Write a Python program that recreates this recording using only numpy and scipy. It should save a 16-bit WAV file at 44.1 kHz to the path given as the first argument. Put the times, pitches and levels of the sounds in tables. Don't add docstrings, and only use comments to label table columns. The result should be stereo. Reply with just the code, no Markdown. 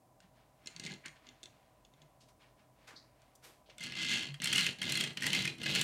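import sys
import numpy as np
from scipy import signal
from scipy.fft import rfft, irfft
from scipy.io import wavfile
from scipy.ndimage import uniform_filter1d

SR = 44100
rng = np.random.default_rng(int(sys.argv[2]) if len(sys.argv) > 2 else 0)


def store_wav(level_fs):
    pcm = np.round(np.clip(np.atleast_2d(level_fs), -1, 1) * 32767)
    wavfile.write(sys.argv[1], SR, pcm.T.astype(np.int16))


N = 257103
TIME = np.arange(N) / SR
SIZE = 4096


def undb(db):
    return 10 ** (np.asarray(db) / 20)


def unit(x):
    return x / np.sqrt(np.sum(x ** 2) + 1e-30)


def steady(x, span_s):
    count = max(int(span_s * SR), 2)
    power = uniform_filter1d(uniform_filter1d(x ** 2, count), count)
    return x / np.sqrt(np.maximum(power, 0) + 1e-6 * np.mean(x ** 2))


def colour(x, points):
    hz, db = np.transpose(points)
    bins_hz = np.arange(SIZE // 2 + 1) * SR / SIZE
    gain = undb(np.interp(np.log(bins_hz + 1), np.log(hz), db))
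    cepstrum = irfft(np.log(gain))
    cepstrum[1:SIZE // 2] *= 2
    cepstrum[SIZE // 2 + 1:] = 0
    return signal.fftconvolve(x, irfft(np.exp(rfft(cepstrum))))[:len(x)]


def low_cut(x, hz, order=2):
    return signal.sosfilt(signal.butter(order, hz, "high", fs=SR, output="sos"), x)


def band(x, hz, width):
    return signal.lfilter(*signal.iirpeak(hz, hz / min(width, SR / 3), fs=SR), x)


def resonate(x, modes):
    return sum(undb(db) * band(x * rng.standard_normal(len(x)), hz, width) for hz, width, db in modes)


def bumps(per_s, spread_db):
    hit = rng.random(N) < per_s / SR
    size = np.minimum(rng.exponential(size=N), 4)
    return hit * undb(spread_db * size) * rng.choice([-1, 1], N)


def swell(s, rise_s, fade_s):
    return np.exp(-np.where(TIME < s, ((TIME - s) / rise_s) ** 2, (TIME - s) / fade_s).clip(0, 20))


# freq_hz, gain_db
ROOM_COLOUR = [(15, -34), (25, -13), (134, -4), (185, -8.5), (309, -7), (373, -13.5), (560, -11),
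               (775, -9.5), (863, -17), (988, -11.5), (1440, -23.5), (3160, -31), (4250, -31),
               (9320, -29.5), (16000, -34.5)]
# pitch_hz, width_hz, level_db
ROOM_HUM = [(48.4, 2.6, -77.5), (124.8, 7.3, -75.5), (634, 120, -75), (779, 70, -80.5), (991, 56, -80)]

def room_tone(level_db=-69):
    mid, side = (colour(rng.standard_normal(N), ROOM_COLOUR) for _ in range(2))
    mid, side = (undb(level_db) * noise / noise.std() for noise in (mid, side))
    for hz, width, db in ROOM_HUM:
        hum = band(band(rng.standard_normal(N), hz, width), hz, width)
        mid += undb(db) * steady(hum, 0.2)
    side = colour(side, [(60, -14), (700, -13), (3000, -7), (12000, -4)])
    return np.array([mid + side, mid - side])


def burst(rise_s, fade_s):
    t = TIME[1:SIZE + 1]
    return unit(rng.choice([-1., 1.], SIZE) * (1 - np.exp(-t / rise_s)) * np.exp(-t / fade_s))


# pitch_hz, width_hz, gain_db
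SHELL_MODES = [(1427.5, 15.5, -6.5), (1666, 54, -2), (1870, 23, -12), (2084, 60, 4), (2520, 26, -1),
               (2705, 50, 0.5), (2830, 220, -7), (3100, 21, -8), (3030, 66, -17), (3180, 23, -6.5),
               (3295, 37, -3), (4205, 7.7, 1.5), (4380, 220, -5), (4420, 55, -11.5), (6620, 210, -24),
               (9160, 120, -26)]
# freq_hz, gain_db
EDGE_SPECTRUM = [(2000, -49), (5500, 2.5), (7000, 4.5), (8700, 5), (11000, -3), (13500, -12.5),
                 (16000, -22)]

def strikes(blows, spectrum, lag_s, rise_s, fade_s, gain_db, shell_db, damping,
            ring_db, ring_s, edge_gain_db, edge_s, top_db):
    out, t = np.zeros(N), TIME[:SIZE]
    modes = [(hz, width * damping, db) for hz, width, db in SHELL_MODES]
    for start_s, body_db, ring_hz, edge_db in blows:
        contact = unit(burst(rise_s, fade_s) + 0.57 * burst(rise_s, 5 * fade_s))
        shell = unit(resonate(contact, modes))
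        ring = unit(np.sin(2 * np.pi * ring_hz * t) * (1 - np.exp(-t / rise_s)) * np.exp(-t / ring_s))
        body = unit(unit(colour(contact, spectrum)) + undb(shell_db) * shell + undb(ring_db) * ring)
        edge = colour(burst(edge_s / 8, edge_s), EDGE_SPECTRUM)
        edge = unit(colour(edge, [(8000, 0), (14000, top_db)]))
        blow = undb(body_db + gain_db) * body + undb(edge_db + edge_gain_db) * edge
        slot = out[int((start_s + lag_s) * SR):][:SIZE]
        slot += blow[:len(slot)]
    return low_cut(out, 160)


# freq_hz, gain_db
TICK_SPECTRUM = [(300, 6.5), (1000, -22), (2000, -14.5), (3000, 1.5), (3900, 4.5), (5200, -3.5), (6800, 2),
                 (9000, -29), (12000, -63), (16000, -31)]
# start_s, body_db, ring_hz, edge_db
AXLE_TICKS = [(0.2023, -49, 1540, -60.5), (0.6585, -37, 5480, -53), (0.6708, -28.5, 4110, -43),
              (0.7622, -33, 4500, -52), (0.7962, -29.5, 4080, -42), (0.8369, -33.5, 2080, -49),
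              (0.8498, -34, 4270, -48), (0.8623, -28.5, 2300, -49), (0.8675, -33.5, 2070, -51),
              (0.9084, -37, 1650, -64), (0.9174, -34.5, 4160, -54), (0.937, -37, 4160, -50.5),
              (1.058, -34, 2000, -44.5), (1.061, -34, 2160, -53), (1.0804, -39, 3320, -55),
              (1.267, -43.5, 3490, -69), (1.2879, -39, 3540, -66), (1.4299, -36.5, 3540, -50),
              (1.4356, -39.5, 3640, -51), (1.4558, -38.5, 3520, -55), (1.8486, -47.5, 3450, -81),
              (1.9362, -51.5, 3570, -76), (2.0172, -46.5, 3400, -74), (3.2173, -54.5, 1500, -65)]

def axle_ticks():
    return strikes(AXLE_TICKS, TICK_SPECTRUM, lag_s=0.000983, rise_s=0.00035, fade_s=0.0012,
                   gain_db=11.5, shell_db=-5.5, damping=0.74, ring_db=-2, ring_s=0.0024,
                   edge_gain_db=17, edge_s=0.0019, top_db=-10)


def rub(grain, hz, width):
    sound = band(band(grain, hz, 1.9 * width), hz, 1.9 * width)
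    return colour(sound / sound.std(), [(400, 3.5), (1200, 2), (6000, -4), (14000, -11.5)])


# peak_s, fade_s, level_db
FINGER_STROKES = [(.23, .04, -68.5), (0.38, 0.1, -71.5), (0.733, 0.31, -64.5), (1.165, 0.02, -65),
                  (1.27, .11, -67.5), (1.547, 0.33, -76.5), (2.0, .11, -76), (2.421, 0.058, -64),
                  (2.595, 0.046, -70), (2.855, 0.23, -69), (3.233, 0.14, -75.5), (3.707, 0.073, -70.5)]

def finger_brushes(grain, rise_share=0.35):
    envelope = sum(undb(db) * swell(s, rise_share * fade_s, fade_s) for s, fade_s, db in FINGER_STROKES)
    return rub(grain, hz=2220, width=2060) * envelope


# peak_s, pitch_hz, half_length_s, level_db
FLOOR_THUMPS = [(.25, 183, 0.014, -58), (.775, 168, 0.022, -53.5), (.855, 168, 0.025, -49),
                (.917, 169, 0.0082, -43.5), (1.09, 158, 0.017, -60), (1.292, 248, 0.049, -66.5),
                (2.03, 149, 0.035, -63.5), (2.915, 463, 0.0033, -59.5), (2.94, 280, 0.0044, -55.5),
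                (3.692, 590, 0.0016, -50), (4.322, 140.7, 0.04, -44)]

def floor_thumps():
    out = np.zeros(N)
    for peak_s, hz, half_length_s, db in FLOOR_THUMPS:
        t = TIME - peak_s
        envelope = np.exp(-((t / half_length_s) ** 2).clip(0, 30))
        out += undb(db) * envelope * np.sin(2 * np.pi * hz * t)
    return out


CREEP = 0.13

def push(start_s, fastest_s, stop_s, ease_s=0.012):
    arch = np.sin(np.interp(TIME, [start_s, fastest_s, stop_s], [0, np.pi / 2, np.pi]))
    moving = uniform_filter1d(1. * ((TIME > start_s) & (TIME < stop_s)), size=int(ease_s * SR) + 1)
    return np.clip(moving * (CREEP + (1 - CREEP) * arch), 0, 1)


def floor_patches(per_s=30, spread_db=2):
    roughness = rng.standard_normal(1024)
    return undb(spread_db * np.interp(TIME * per_s, np.arange(len(roughness)), roughness))


# pitch_hz, width_hz, gain_db
BOARD_MODES = [(84.5, 21, -15), (122.7, 22, -2.5), (157.3, 29, 1), (180, 15.6, 5), (209.7, 13, -4),
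               (235.5, 24.6, -2.5), (272, 26, -7), (322, 11.4, -5.5), (436.7, 17, -13), (637, 200, -23)]
# freq_hz, gain_db
WHEEL_SPECTRUM = [(300, -14), (600, -29.5), (1050, -11), (1400, -4.5), (1900, -22.5), (2400, 6.5),
                  (3000, 13), (3700, 8.5), (4400, 2), (5200, -1.5), (7000, -6.5), (9500, -22.5),
                  (12500, -24), (16000, -58)]

def wheels(pushes, bumps_per_s, spread_db, shell_db, treble_db, top_db,
           chatter_power, treble_power, rumble_power, even_s):
    car_speed, chatter_gain, treble_gain, rumble_gain = np.zeros((4, N))
    for start_s, fastest_s, stop_s, chatter_db, rumble_db in pushes:
        speed = push(start_s, fastest_s, stop_s)
        car_speed += speed
        chatter_gain += undb(chatter_db) * speed ** chatter_power
        treble_gain += undb(chatter_db + treble_db) * speed ** treble_power
        rumble_gain += undb(rumble_db) * speed ** rumble_power
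    grain = bumps(bumps_per_s * np.maximum(car_speed, CREEP), spread_db)
    buzz_energy = signal.lfilter([1], [1, -np.exp(-2 / (0.0017 * SR))], grain ** 2)
    buzz = np.sqrt(buzz_energy + 1e-12) * rng.choice([-1., 1.], N)
    chatter = unit(colour(buzz, WHEEL_SPECTRUM)) + undb(shell_db) * unit(resonate(buzz, SHELL_MODES))
    treble = signal.sosfiltfilt(signal.butter(3, 6500, "high", fs=SR, output="sos"), chatter)
    body = chatter_gain * steady(chatter - treble, even_s)
    edge = treble_gain * steady(colour(treble, [(8000, 0), (14000, top_db)]), 0.093)
    rumble = rumble_gain * steady(low_cut(resonate(buzz, BOARD_MODES), 75), 0.032)
    return floor_patches() * (body + edge + rumble)


# start_s, fastest_s, stop_s, chatter_db, rumble_db
TURN_PUSHES = [(.805, .855, 0.984, -53.5, -54.5), (3.775, 3.84, 3.93, -47, -56),
               (3.895, 4.095, 4.329, -36.5, -49.5)]

def sideways_turns():
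    return wheels(TURN_PUSHES, bumps_per_s=3000, spread_db=6, shell_db=-0.5, treble_db=-13, top_db=-8.5,
                  chatter_power=1.41, treble_power=2.1, rumble_power=0.82, even_s=0.009)


# peak_s, fade_s, level_db, pitch_hz, nominal_width_hz
SCUFF_SLIPS = [(.875, 0.027, -48, 2120, 160), (1.044, .02, -55.5, 2100, 500),
               (1.059, 0.018, -48.5, 2230, 1130), (2.212, 0.033, -60.5, 4770, 3650),
               (2.29, 0.017, -62.5, 4940, 9100), (2.881, 0.031, -52, 3500, 5700),
               (2.885, 0.044, -60.5, 1700, 920), (2.966, 0.034, -52.5, 4380, 800),
               (3.359, 0.0035, -51.5, 9200, 5500), (3.667, 0.014, -64, 3480, 1200),
               (3.702, 0.012, -56.5, 3100, 1800), (5.456, 0.0065, -35, 2130, 300)]

def scuffs(grain, rise_s=0.0063):
    return sum(undb(db) * swell(s, rise_s, fade_s) * rub(grain, hz, width)
               for s, fade_s, db, hz, width in SCUFF_SLIPS)


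# freq_hz, gain_db
SLIDE_SPECTRUM = [(240, -16), (400, 2.5), (964, -4), (1160, -3), (1290, -0.5), (3750, -3.5), (14100, -10.5),
                  (16000, -29)]

def hand_slide(grain, level_db=-56):
    hiss = steady(colour(grain, SLIDE_SPECTRUM), 0.062)
    return undb(level_db) * swell(3.45, rise_s=0.018, fade_s=0.055) * hiss


# freq_hz, gain_db
KNOCK_SPECTRUM = [(300, -40), (1000, -6), (1800, 9), (3000, 9), (4300, -3.5), (5300, 3), (8500, -10.5),
                  (12000, -17), (16000, -59)]
# start_s, body_db, ring_hz, edge_db
LOUD_KNOCKS = [(3.7813, -39, 3530, -47.5), (3.8075, -36, 2084, -49.5), (3.8362, -31.5, 4190, -41.5),
               (3.9205, -30.5, 2070, -60), (4.1227, -29, 2560, -48), (4.2253, -29, 3230, -49),
               (4.341, -33.5, 3260, -55), (4.4182, -26.5, 1960, -39), (4.4423, -24.5, 4260, -29.5),
               (4.4559, -21.5, 3070, -35), (4.4718, -19, 3130, -38), (4.5265, -18, 3060, -35),
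               (4.5576, -16, 2870, -33), (4.5796, -15.5, 2970, -32), (4.5914, -18.5, 2820, -38),
               (4.6295, -27, 3260, -40), (4.6644, -17.5, 2650, -34.5), (4.816, -21, 3230, -41.5),
               (4.8284, -25.5, 2100, -43), (4.921, -23, 4210, -30.5), (4.953, -21, 4159, -38),
               (4.9723, -22, 3320, -34), (5.0079, -19, 3220, -34), (5.0376, -21.5, 3260, -36),
               (5.1715, -23.5, 3040, -45), (5.2217, -22, 1882, -39.5), (5.232, -25.5, 2760, -40),
               (5.2407, -23, 1946, -47), (5.2654, -18.5, 1945, -30), (5.3303, -17, 3070, -33),
               (5.3482, -16.5, 2100, -34.5), (5.4223, -28, 3050, -41), (5.4525, -23, 2110, -38),
               (5.4757, -20.5, 2460, -46), (5.6324, -27.5, 2800, -46), (5.6623, -20, 2050, -52),
               (5.7498, -20, 4250, -34.5), (5.7574, -18.5, 2630, -35), (5.8123, -18.5, 3010, -28.5)]

def wheel_knocks():
    blows = list(LOUD_KNOCKS) + rattle(per_run=7)
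    return strikes(blows, KNOCK_SPECTRUM, lag_s=0.0005, rise_s=0.00082, fade_s=0.0035,
                   gain_db=13, shell_db=-2, damping=2.8, ring_db=1, ring_s=0.0056,
                   edge_gain_db=19, edge_s=0.0018, top_db=2)


# pitch_hz, width_hz, relative_db
AXLE_MODES = [(3980, 10, 8), (4130, 8.8, 0), (4360, 14, -9), (4760, 16, -5)]

def axle_ring(shaking, gain_db=3.5):
    return sum(undb(gain_db + db) * band(shaking, hz, width) for hz, width, db in AXLE_MODES)


# start_s, fastest_s, stop_s, chatter_db, rumble_db
RUN_PUSHES = [(4.381, 4.588, 4.736, -33.5, -44), (4.773, 4.942, 5.14, -37.5, -44.5),
              (5.159, 5.347, 5.555, -38, -44), (5.567, 5.772, 6, -36, -43)]

def straight_runs():
    return wheels(RUN_PUSHES, bumps_per_s=1300, spread_db=3.5, shell_db=-3, treble_db=-15, top_db=1,
                  chatter_power=1.67, treble_power=2.16, rumble_power=0.91, even_s=0.031)


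def rattle(per_run, body_db=8.5, edge_db=-3, scatter_db=3.5):
    rows = []
    for start_s, fastest_s, stop_s, chatter_db, _ in RUN_PUSHES:
        times = start_s + (stop_s - start_s) * (np.arange(per_run) + rng.random(per_run)) / per_run
        speed = np.interp(times, TIME, push(start_s, fastest_s, stop_s))
        levels = chatter_db + 20 * np.log10(speed ** 1.43 + 1e-6)
        levels += scatter_db * rng.standard_normal(per_run)
        rings = rng.choice([hz for hz, _, _ in SHELL_MODES if 1800 < hz < 4600], per_run)
        rows += [(s, db + body_db, hz, db + edge_db) for s, db, hz in zip(times, levels, rings)]
    return rows


def microphone_ports(x):
    hz = np.arange(N // 2 + 1) * SR / N
    lean = undb(np.interp(hz, [60, 140, 250, 2000, 4000], [-13, -16, -36, -27, -50]))
    skew = undb(np.interp(hz, [250, 1200, 2500, 4500, 8500, 14000], [-22, -30, -23, -18, -13, -18]))
    side = irfft((lean + 1j * skew) * rfft(x), N)
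    return np.array([x - side, x + side])


def wall_reflections(x, t60_s, wet_db, side_db):
    t = TIME[:SR // 2]
    fade = np.exp(-np.log(1000) * t / t60_s) * (1 - np.exp(-t / 0.0037))
    mid, side = (unit(rng.standard_normal(len(t)) * fade) for _ in range(2))
    side = undb(side_db) * colour(side, [(200, -12), (2000, -5), (4000, 0), (8000, 5)])
    wall_colour = [(1000, 6), (4000, -3), (9000, 0.5), (15000, -7)]
    tails = [colour(tail, wall_colour) for tail in (mid + side, mid - side)]
    return undb(wet_db) * np.array([signal.fftconvolve(low_cut(x, 260), tail)[:N] for tail in tails])


def scene():
    nudging = axle_ticks() + sideways_turns()
    rolling = wheel_knocks() + straight_runs()
    grain = steady(bumps(per_s=3500, spread_db=1.7), 0.028)
    hands = finger_brushes(grain) + floor_thumps() + scuffs(grain) + hand_slide(grain)
    near = nudging + rolling + axle_ring(rolling) + hands
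    walls = wall_reflections(near, t60_s=0.3, wet_db=-8.5, side_db=-14)
    return microphone_ports(near) + walls + room_tone()


def record(dry):
    high_cut = signal.ellip(10, 0.2, 70, 15900, fs=SR, output="sos")
    return signal.sosfilt(high_cut, low_cut(dry, 38, order=4))


dry = scene()
out = record(dry)
store_wav(out)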